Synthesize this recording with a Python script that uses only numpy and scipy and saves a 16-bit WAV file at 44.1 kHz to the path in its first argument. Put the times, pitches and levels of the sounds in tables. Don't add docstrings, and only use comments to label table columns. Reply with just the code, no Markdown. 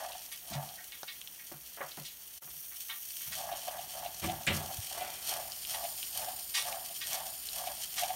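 import sys
import numpy as np
from scipy import signal
from scipy.fft import rfft, irfft
from scipy.io import wavfile
from scipy.ndimage import uniform_filter1d

SR = 44100
rng = np.random.default_rng(int(sys.argv[2]) if len(sys.argv) > 2 else 0)


def transcribe(signal):
    frames = np.atleast_2d(signal).T
    limited = np.clip(frames, -1, 1)
    pcm = np.round(limited * 32767).astype(np.int16)
    wavfile.write(sys.argv[1], SR, pcm)


N = 359415
TIME = np.arange(N) / SR
GRID_HZ = np.linspace(0, SR / 2, 4097)

# time of full flow in seconds, exhaust port open in seconds,
# burble level in dB, sputter level in dB.
STROKES = [(0, 0.056, -42.5, -51), (0.536, 0.081, -44, -52.5), (3.405, 0.11, -42.5, -47),
           (3.678, 0.093, -45.5, -49), (3.961, 0.092, -46, -48.5), (4.265, 0.1, -45, -46.5),
           (4.587, 0.11, -45.5, -45.5), (4.946, 0.11, -45, -47.5), (5.324, 0.067, -42.5, -39.5),
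           (5.744, .095, -45.5, -42), (6.198, 0.078, -44.5, -43.5), (6.685, 0.055, -42, -46.5),
           (7.14, .087, -44.5, -41.5), (7.598, .084, -44, -45), (8.021, 0.1, -45, -43)]
# time in seconds, level in dB ahead of each user's trim.
SEEP = [(0.0, -51), (1.68, -58.5), (1.97, -52), (2.18, -58), (2.45, -55.5), (2.61, -55.5), (3.2, -50.5),
        (3.4, -47.5), (4.24, -52.5), (4.63, -48), (5.58, -50.5), (5.72, -50), (7.31, -50), (8.15, -46.5)]
# pitch in Hz, half the width in Hz of each of two cascaded resonators, gain in dB.
EXHAUST_MODES = [(702, 78, 7.5), (778, 134, 3.5), (1010, 130, -6.5), (1550, 240, -7)]
# start in seconds, rattle level in dB, low edge in Hz,
# rattle t60 in seconds, table boom level in dB ahead of its swell and decay.
KNOCKS = [(1.032, -32.5, 460, 0.0092, -58), (1.516, -46, 260, 0.16, -34), (1.772, -47, 447, 0.38, -65),
          (1.806, -36, 500, 0.2, -39), (1.973, -44, 170, 0.2, -29.5), (2.417, -56.5, 450, 0.21, -43),
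          (2.474, -53.5, 130, 0.11, -48), (2.53, -64, 170, 0.13, -45)]


def from_db(db):
    return 10 ** (np.asarray(db) / 20)


def rms_one(x):
    return x / np.sqrt(np.mean(x ** 2) + 1e-20)


def gain_curve(rows):
    return from_db(np.interp(TIME, *np.transpose(rows)))


def band(x, low_hz, high_hz, order=2):
    edges_hz = [low_hz, min(high_hz, SR / 2 - 1)]
    return signal.sosfilt(signal.butter(order, edges_hz, "band", fs=SR, output="sos"), x)


def evened(x, seconds):
    power = np.abs(uniform_filter1d(x ** 2, max(int(seconds * SR), 2)))
    return x / np.sqrt(power + 1e-14)


def response(points):
    hz, db = np.transpose(points)
    return from_db(np.interp(np.log(GRID_HZ + 1), np.log(hz), db))


def coloured(x, gain):
    cepstrum = irfft(np.log(gain + 1e-6))
    half = len(cepstrum) // 2
    cepstrum[1:half] *= 2
    cepstrum[half + 1:] = 0
    impulse = irfft(np.exp(rfft(cepstrum)))
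    return signal.fftconvolve(x, impulse)[:len(x)]


def resonate(x, hz, width_hz):
    r = np.exp(-np.pi * width_hz / SR)
    zeros = np.array([1, 0, -1]) * (1 - r * r) / 2
    poles = [1, -2 * r * np.cos(2 * np.pi * hz / SR), r * r]
    return signal.lfilter(zeros, poles, x + 1e-18)


def flicker(per_s, depth_db):
    steps = rng.standard_normal(N // 20)
    return from_db(depth_db * np.interp(TIME * per_s, np.arange(len(steps)), steps))


def grains(per_s, spread_db):
    sizes = from_db(spread_db * np.minimum(rng.exponential(1, N), 4))
    return (rng.random(N) < per_s / SR) * sizes * rng.choice([-1, 1], N)


def add(out, s, sound):
    start = max(int(s * SR), 0)
    out[start:start + len(sound)] += sound[:N - start]


def bursts(rows, source, even_s):
    out, t = np.zeros(N), TIME[:SR * 3 // 5]
    for s, db, low_hz, high_hz, rise_s, t60 in rows:
        piece = np.take(source, int(s * SR) + np.arange(-len(t), len(t)), mode="wrap")
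        piece = evened(band(piece, low_hz, high_hz, order=3), even_s)[len(t):]
        decay = from_db(db - 60 * np.maximum(t - rise_s, 0) / t60)
        add(out, s, piece * np.minimum(t / rise_s, 1) * decay)
    return out


def swell(s, hold_s, db, rise_db_per_s, fall_db_per_s):
    rise_db = rise_db_per_s * np.maximum(s - TIME, 0)
    fall_db = fall_db_per_s * np.maximum(TIME - s - hold_s, 0)
    return from_db(db - rise_db - fall_db) ** 2


def cylinder_puffs(lead_s=0.031, return_s=0.2, return_db=-14):
    power = 0
    for s, _, _, db in STROKES:
        for offset_s, weaker_db in ((-lead_s, 0), (return_s, return_db)):
            power = power + swell(s + offset_s, hold_s=0.016, db=db + weaker_db,
                                  rise_db_per_s=168, fall_db_per_s=142)
    return np.sqrt(power)


def sputter(seep_trim_db=-3, hiss_db=2.5, thin_below_hz=1800, thin_db=-11):
    # frequency in Hz, density in dB per Hz.
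    wet_colour = [(400, -22), (1100, -6.5), (2200, -4), (3200, 7), (3800, -2.5), (4500, 6), (4950, -1),
                  (5400, 6), (6800, 3), (7700, -1), (8900, 7), (10600, -1), (12400, 6), (15600, -9)]
    seep = gain_curve(SEEP) * from_db(seep_trim_db) * flicker(per_s=28, depth_db=3.0)
    flow = np.hypot(seep, cylinder_puffs())
    crackle = grains(per_s=2500 * np.sqrt(rms_one(flow)), spread_db=3.5)
    crackle = crackle + 0.11 * rng.standard_normal(N)
    crackle = evened(crackle * flicker(per_s=280, depth_db=8.5), seconds=0.0875)
    hiss = rms_one(rng.standard_normal(N) * flicker(per_s=140, depth_db=3.0))
    full = coloured(crackle + from_db(hiss_db) * hiss, response(wet_colour))
    thin = coloured(full, response([(thin_below_hz / 2, thin_db), (thin_below_hz, 0)]))
    seeping = (seep / flow) ** 2
    mixed = thin * seeping + full * (1 - seeping)
    return mixed / np.std(band(full, 2700, 7000)) * flow


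def exhaust_flow(idle_db=-76):
    puffs = sum(swell(s, open_s, db, rise_db_per_s=236, fall_db_per_s=116) for s, open_s, db, _ in STROKES)
    return np.sqrt(puffs + from_db(idle_db) ** 2)


def exhaust():
    pulses = grains(per_s=220, spread_db=1.5) + 0.068 * rng.standard_normal(N)
    cavity = np.zeros(N)
    for hz, half_width_hz, db in EXHAUST_MODES:
        width_hz = 2 * half_width_hz
        cavity += from_db(db) * resonate(resonate(pulses, hz, width_hz), hz, width_hz)
    clumps = evened(cavity, seconds=.03) * flicker(per_s=70, depth_db=3)
    burble = band(evened(clumps, seconds=0.12), low_hz=538, high_hz=3170, order=5)
    return burble * exhaust_flow()


def glugs(swell_s=0.0075, stop_s=0.0064, throb_hz=95, throb=0.51, spray_db=-14):
    # time of the crest in seconds (0.05 at the earliest), level of the note's crest in dB.
    slugs = [(.023, -38), (.066, -38), (.157, -43), (.811, -50), (3.528, -28.5), (3.687, -33.5),
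             (3.795, -34.5), (4.063, -28.5), (4.299, -26), (5.022, -30), (5.852, -27), (6.225, -34),
             (6.287, -31.5), (6.39, -48), (6.669, -34), (6.912, -40.5), (7.676, -28.5), (8.036, -23),
             (8.106, -30)]
    out, t = np.zeros(N), TIME[:SR // 10] - .05
    for s, db in slugs:
        detune, phase = rng.standard_normal(2)
        note_hz = EXHAUST_MODES[0][0] * (1.01 + 0.021 * detune)
        note = np.sin(2 * np.pi * (note_hz * t + phase))
        spray = rms_one(band(rng.standard_normal(len(t)), low_hz=2200, high_hz=3760))
        envelope = 2 / (np.exp(-t / swell_s) + np.exp(t / stop_s))
        throbbing = (1 + throb * np.cos(2 * np.pi * throb_hz * t)) / (1 + throb)
        add(out, s + t[0], from_db(db) * envelope * throbbing * (note + from_db(spray_db) * spray))
    return out


def leak(turn_start_s=4.7, turn_end_s=5.6, trim_db=-2):
    # time in seconds, level above 11 kHz in dB ahead of the trim.
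    jet_levels = [(0.0, -56), (0.36, -51), (1.79, -52), (2.0, -52.5), (2.38, -49.5), (2.59, -47),
                  (3.27, -43.5), (3.43, -50), (4.38, -50), (4.72, -48), (4.97, -50.5), (5.92, -44),
                  (6.54, -45.5), (6.86, -46), (7.51, -46), (8.15, -47.5)]
    # frequency in Hz, density in dB per Hz.
    aside_colour = [(1500, -18), (2500, -51), (3300, -10), (3750, -44), (4450, 0.5), (4950, -24),
                    (5600, 10.5), (6500, 8.5), (7550, -4), (8500, 11), (9700, 9.5), (10600, 7.5),
                    (12200, 14.5), (15600, 14.5)]
    facing_colour = [(1500, -26), (3200, -40), (3800, -7.5), (4600, 3), (4950, 3), (5350, 4), (6200, -24),
                     (7000, 6), (7600, -9), (8800, 8.5), (9800, 7.5), (10600, -7), (12000, 7.5),
                     (15600, 4.5)]
    jet = rng.standard_normal(N) * flicker(per_s=370, depth_db=2.5)
    views = [coloured(jet, response(colour)) for colour in (aside_colour, facing_colour)]
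    aside, facing = [view / np.std(band(view, 11000, 15700)) for view in views]
    turned = np.interp(TIME, [turn_start_s, turn_end_s], [0, 1])
    return (aside * (1 - turned) + facing * turned) * gain_curve(jet_levels) * from_db(trim_db)


def spits(rise_s=0.013):
    # start in seconds, level in dB, low edge in Hz, high edge in Hz, t60 in seconds.
    spit_rows = [(.31, -43, 1840, 13000, 0.17), (0.523, -42.5, 1400, 8050, 0.12),
                 (.77, -54.5, 1470, 2110, 0.28), (.915, -52, 1700, 3940, 0.26),
                 (1.072, -44, 1590, 4840, 0.21), (1.385, -56, 1680, 2500, 0.2),
                 (1.9, -52, 2000, 8000, 0.14), (2.041, -45, 2280, 8450, 0.28),
                 (2.71, -55.5, 1210, 2600, .1), (2.887, -43, 1130, 4050, 0.25),
                 (3.2, -53, 1330, 6000, 0.34), (3.315, -41.5, 1480, 9000, .16),
                 (5.735, -38.5, 1520, 13000, 0.045), (6.537, -32, 1670, 9400, 0.23),
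                 (6.565, -36.5, 835, 10100, 0.22), (7.004, -41, 1550, 6000, 0.2),
                 (7.113, -46, 1100, 4200, 0.3), (7.97, -36, 1230, 8400, 0.16)]
    # frequency in Hz, density in dB per Hz.
    spit_colour = [(700, 14.2), (1500, 6.3), (2500, 7.2), (6000, 5.9), (7500, 1), (9000, 5.9), (15000, 6.2)]
    steam = rng.standard_normal(N) * flicker(per_s=680, depth_db=5.0)
    puffs = [(s, db, low_hz, high_hz, rise_s, t60) for s, db, low_hz, high_hz, t60 in spit_rows]
    return bursts(puffs, coloured(steam, response(spit_colour)), even_s=0.0066)


def ticks(ring_width_hz=1900, snap_db=-14, snap_s=0.00086):
    # start in seconds, peak in dB, pitch in Hz.
    tick_rows = [(0.1206, -30, 3110), (0.1333, -34, 3130), (0.6905, -34.5, 3270), (0.9217, -31, 2840),
                 (1.0314, -30.5, 4400), (1.2152, -31, 3240), (1.2741, -29.5, 3200), (1.9191, -36, 3130),
                 (4.467, -22.5, 7360), (4.4735, -24, 2510), (4.571, -30, 4930), (5.52, -27, 4500),
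                 (5.6505, -27.5, 3140), (5.7, -35, 5340), (6.0294, -26.5, 2800), (6.7266, -27, 3040),
                 (7.4884, -25, 3320)]
    out, t = np.zeros(N), TIME[:SR // 50]
    for s, db, hz in tick_rows:
        snap = rng.choice([-1, 1], len(t)) * np.exp(-t / snap_s)
        ring = resonate(resonate(snap, hz, ring_width_hz), hz, ring_width_hz)
        tick = rms_one(ring) + from_db(snap_db) * rms_one(band(snap, low_hz=398, high_hz=12900))
        add(out, s, from_db(db) * tick / np.abs(tick).max())
    return out


def small_drops(drop_hz=3200, ring_width_hz=1300, trim_db=-12):
    drops = grains(per_s=70, spread_db=-0.5)
    ring = resonate(resonate(drops, drop_hz, ring_width_hz), drop_hz, ring_width_hz)
    return rms_one(ring) * gain_curve(SEEP) * from_db(trim_db)


def knocks(scrape_high_hz=3400, shudder_lag_s=0.011, shudder_lasts=2.1, crack_db=-10, crack_lasts=0.68):
    # pitch in Hz, width in Hz, gain in dB over the broad response.
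    tray_modes = [(81, 32, 13), (159, 48, 15.5), (220, 10.4, 13), (277, 18, 5), (335.7, 18, 12.5),
                  (587, 85, -5), (705, 68, 2), (850, 44, -16), (2034, 19, 6), (2270, 100, -16),
                  (2385, 26, 10), (2410, 25, 3), (3240, 290, -42)]
    # start in seconds, scrape level in dB, scrape low edge in Hz,
    # shudder level in dB, shudder high edge in Hz, scrape rise in seconds, scrape t60 in seconds.
    shoves = [(.5, -61, 900, -46.5, 260, .008, 0.27), (3.26, -54, 900, -55, 200, .008, .24),
              (4.216, -36.5, 336, -35.5, 364, 0.029, 0.19), (4.464, -27.5, 1650, -33, 1360, 0.012, 0.26),
              (4.92, -46, 365, -64, 500, 0.098, 1), (5.27, -49.5, 320, -63.5, 500, 0.043, 0.76)]
    body = 1 + sum(from_db(db) / (1 + (2 * (GRID_HZ - hz) / width) ** 2) for hz, width, db in tray_modes)
    contacts = rng.standard_normal(N) * flicker(per_s=220, depth_db=2.0)
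    rattles = [(s, db, low_hz, 1840, 0.00096, t60) for s, db, low_hz, t60, _ in KNOCKS]
    scrapes, cracks, shudders = [], [], []
    for s, scrape_db, low_hz, shudder_db, high_hz, rise_s, t60 in shoves:
        scrapes.append((s, scrape_db, low_hz, scrape_high_hz, rise_s, t60))
        cracks.append((s, scrape_db + crack_db, scrape_high_hz, 9000, rise_s, t60 * crack_lasts))
        shudders.append((s, shudder_db, 68.4, high_hz, rise_s + shudder_lag_s, t60 * shudder_lasts))
    return bursts(rattles + scrapes + cracks + shudders, coloured(contacts, body), even_s=0.024)


def thumps(rise_s=0.025, table_hz=146, boom_delay_s=0.0186, boom_t60_s=0.11):
    # start in seconds, level in dB ahead of swell and decay, pitch in Hz, t60 in seconds.
    bumps = [(0.545, -23, 141, 0.22), (4.31, -38, 148, 0.28), (4.471, -32.5, 88.3, 0.59),
             (4.518, -33, 148.5, 0.35), (4.782, -2, 99.6, 0.036)]
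    out, t = np.zeros(N), TIME[:SR // 2]
    booms = [(s + boom_delay_s, db, table_hz, boom_t60_s) for s, _, _, _, db in KNOCKS]
    for s, db, hz, t60 in bumps + booms:
        onset = 1 - np.exp(-(t / rise_s) ** 2)
        add(out, s, np.sin(2 * np.pi * hz * t) * onset * from_db(db - 60 * t / t60))
    return out


def works(follow=0.41, gain_db=-46, clunk_db=-9):
    running = np.interp(TIME, [3.2, 3.4], [.3, 1])
    shake = rms_one(band(rng.standard_normal(N), low_hz=39.0, high_hz=164))
    clunks = rms_one(band(grains(per_s=60, spread_db=5.5), low_hz=169, high_hz=424))
    return from_db(gain_db) * (shake + from_db(clunk_db) * clunks) * running * exhaust_flow() ** follow


def low_rumble():
    # frequency in Hz, density in dB per Hz.
    room_colour = [(22, -19), (60, 8), (100, -8), (140, -0.5), (230, -4), (330, -5.5), (450, -6.5),
                   (1100, -7), (2000, -4.5), (5000, -10.5)]
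    # time in seconds, level in dB.
    rumble_levels = [(0, -58.5), (1.4, -59), (3.1, -61.5), (3.5, -57.5), (8.15, -56)]
    return rms_one(coloured(rng.standard_normal(N), response(room_colour))) * gain_curve(rumble_levels)


def nearby(x, echo_db, farthest_s=.007, count=10):
    lags = (rng.uniform(.001, farthest_s, count) * SR).astype(int)
    echoes = sum((-1) ** k * np.pad(x, (lag, 0))[:N] for k, lag in enumerate(lags))
    return x + from_db(echo_db) * echoes / np.sqrt(count)


def room(x, t60=0.089, wet_db=-13):
    t = TIME[:SR // 2]
    tail = band(rng.standard_normal(len(t)), low_hz=100, high_hz=7000)
    tail = tail * from_db(-60 * t / t60) * (t > .003)
    return x + from_db(wet_db) * signal.fftconvolve(x, tail / np.sqrt(np.sum(tail ** 2)))[:N]


def scene():
    steam = nearby(sputter(), echo_db=-13) + exhaust() + glugs()
    steam = steam + nearby(spits(), echo_db=-0.5) + ticks() + small_drops()
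    in_room = room(steam + knocks())
    return (in_room + nearby(leak(), echo_db=-6.5) + thumps() + works() + low_rumble())[None]


def record(dry, dip_s=2.402, dip_width_s=.022, cutoff_hz=15800):
    dip = from_db(-28 * np.maximum(1 - np.abs(TIME - dip_s) / dip_width_s, 0))
    return signal.sosfilt(signal.ellip(12, .2, 80, cutoff_hz, fs=SR, output="sos"), dry * dip)


dry = scene()
out = record(dry)
transcribe(out)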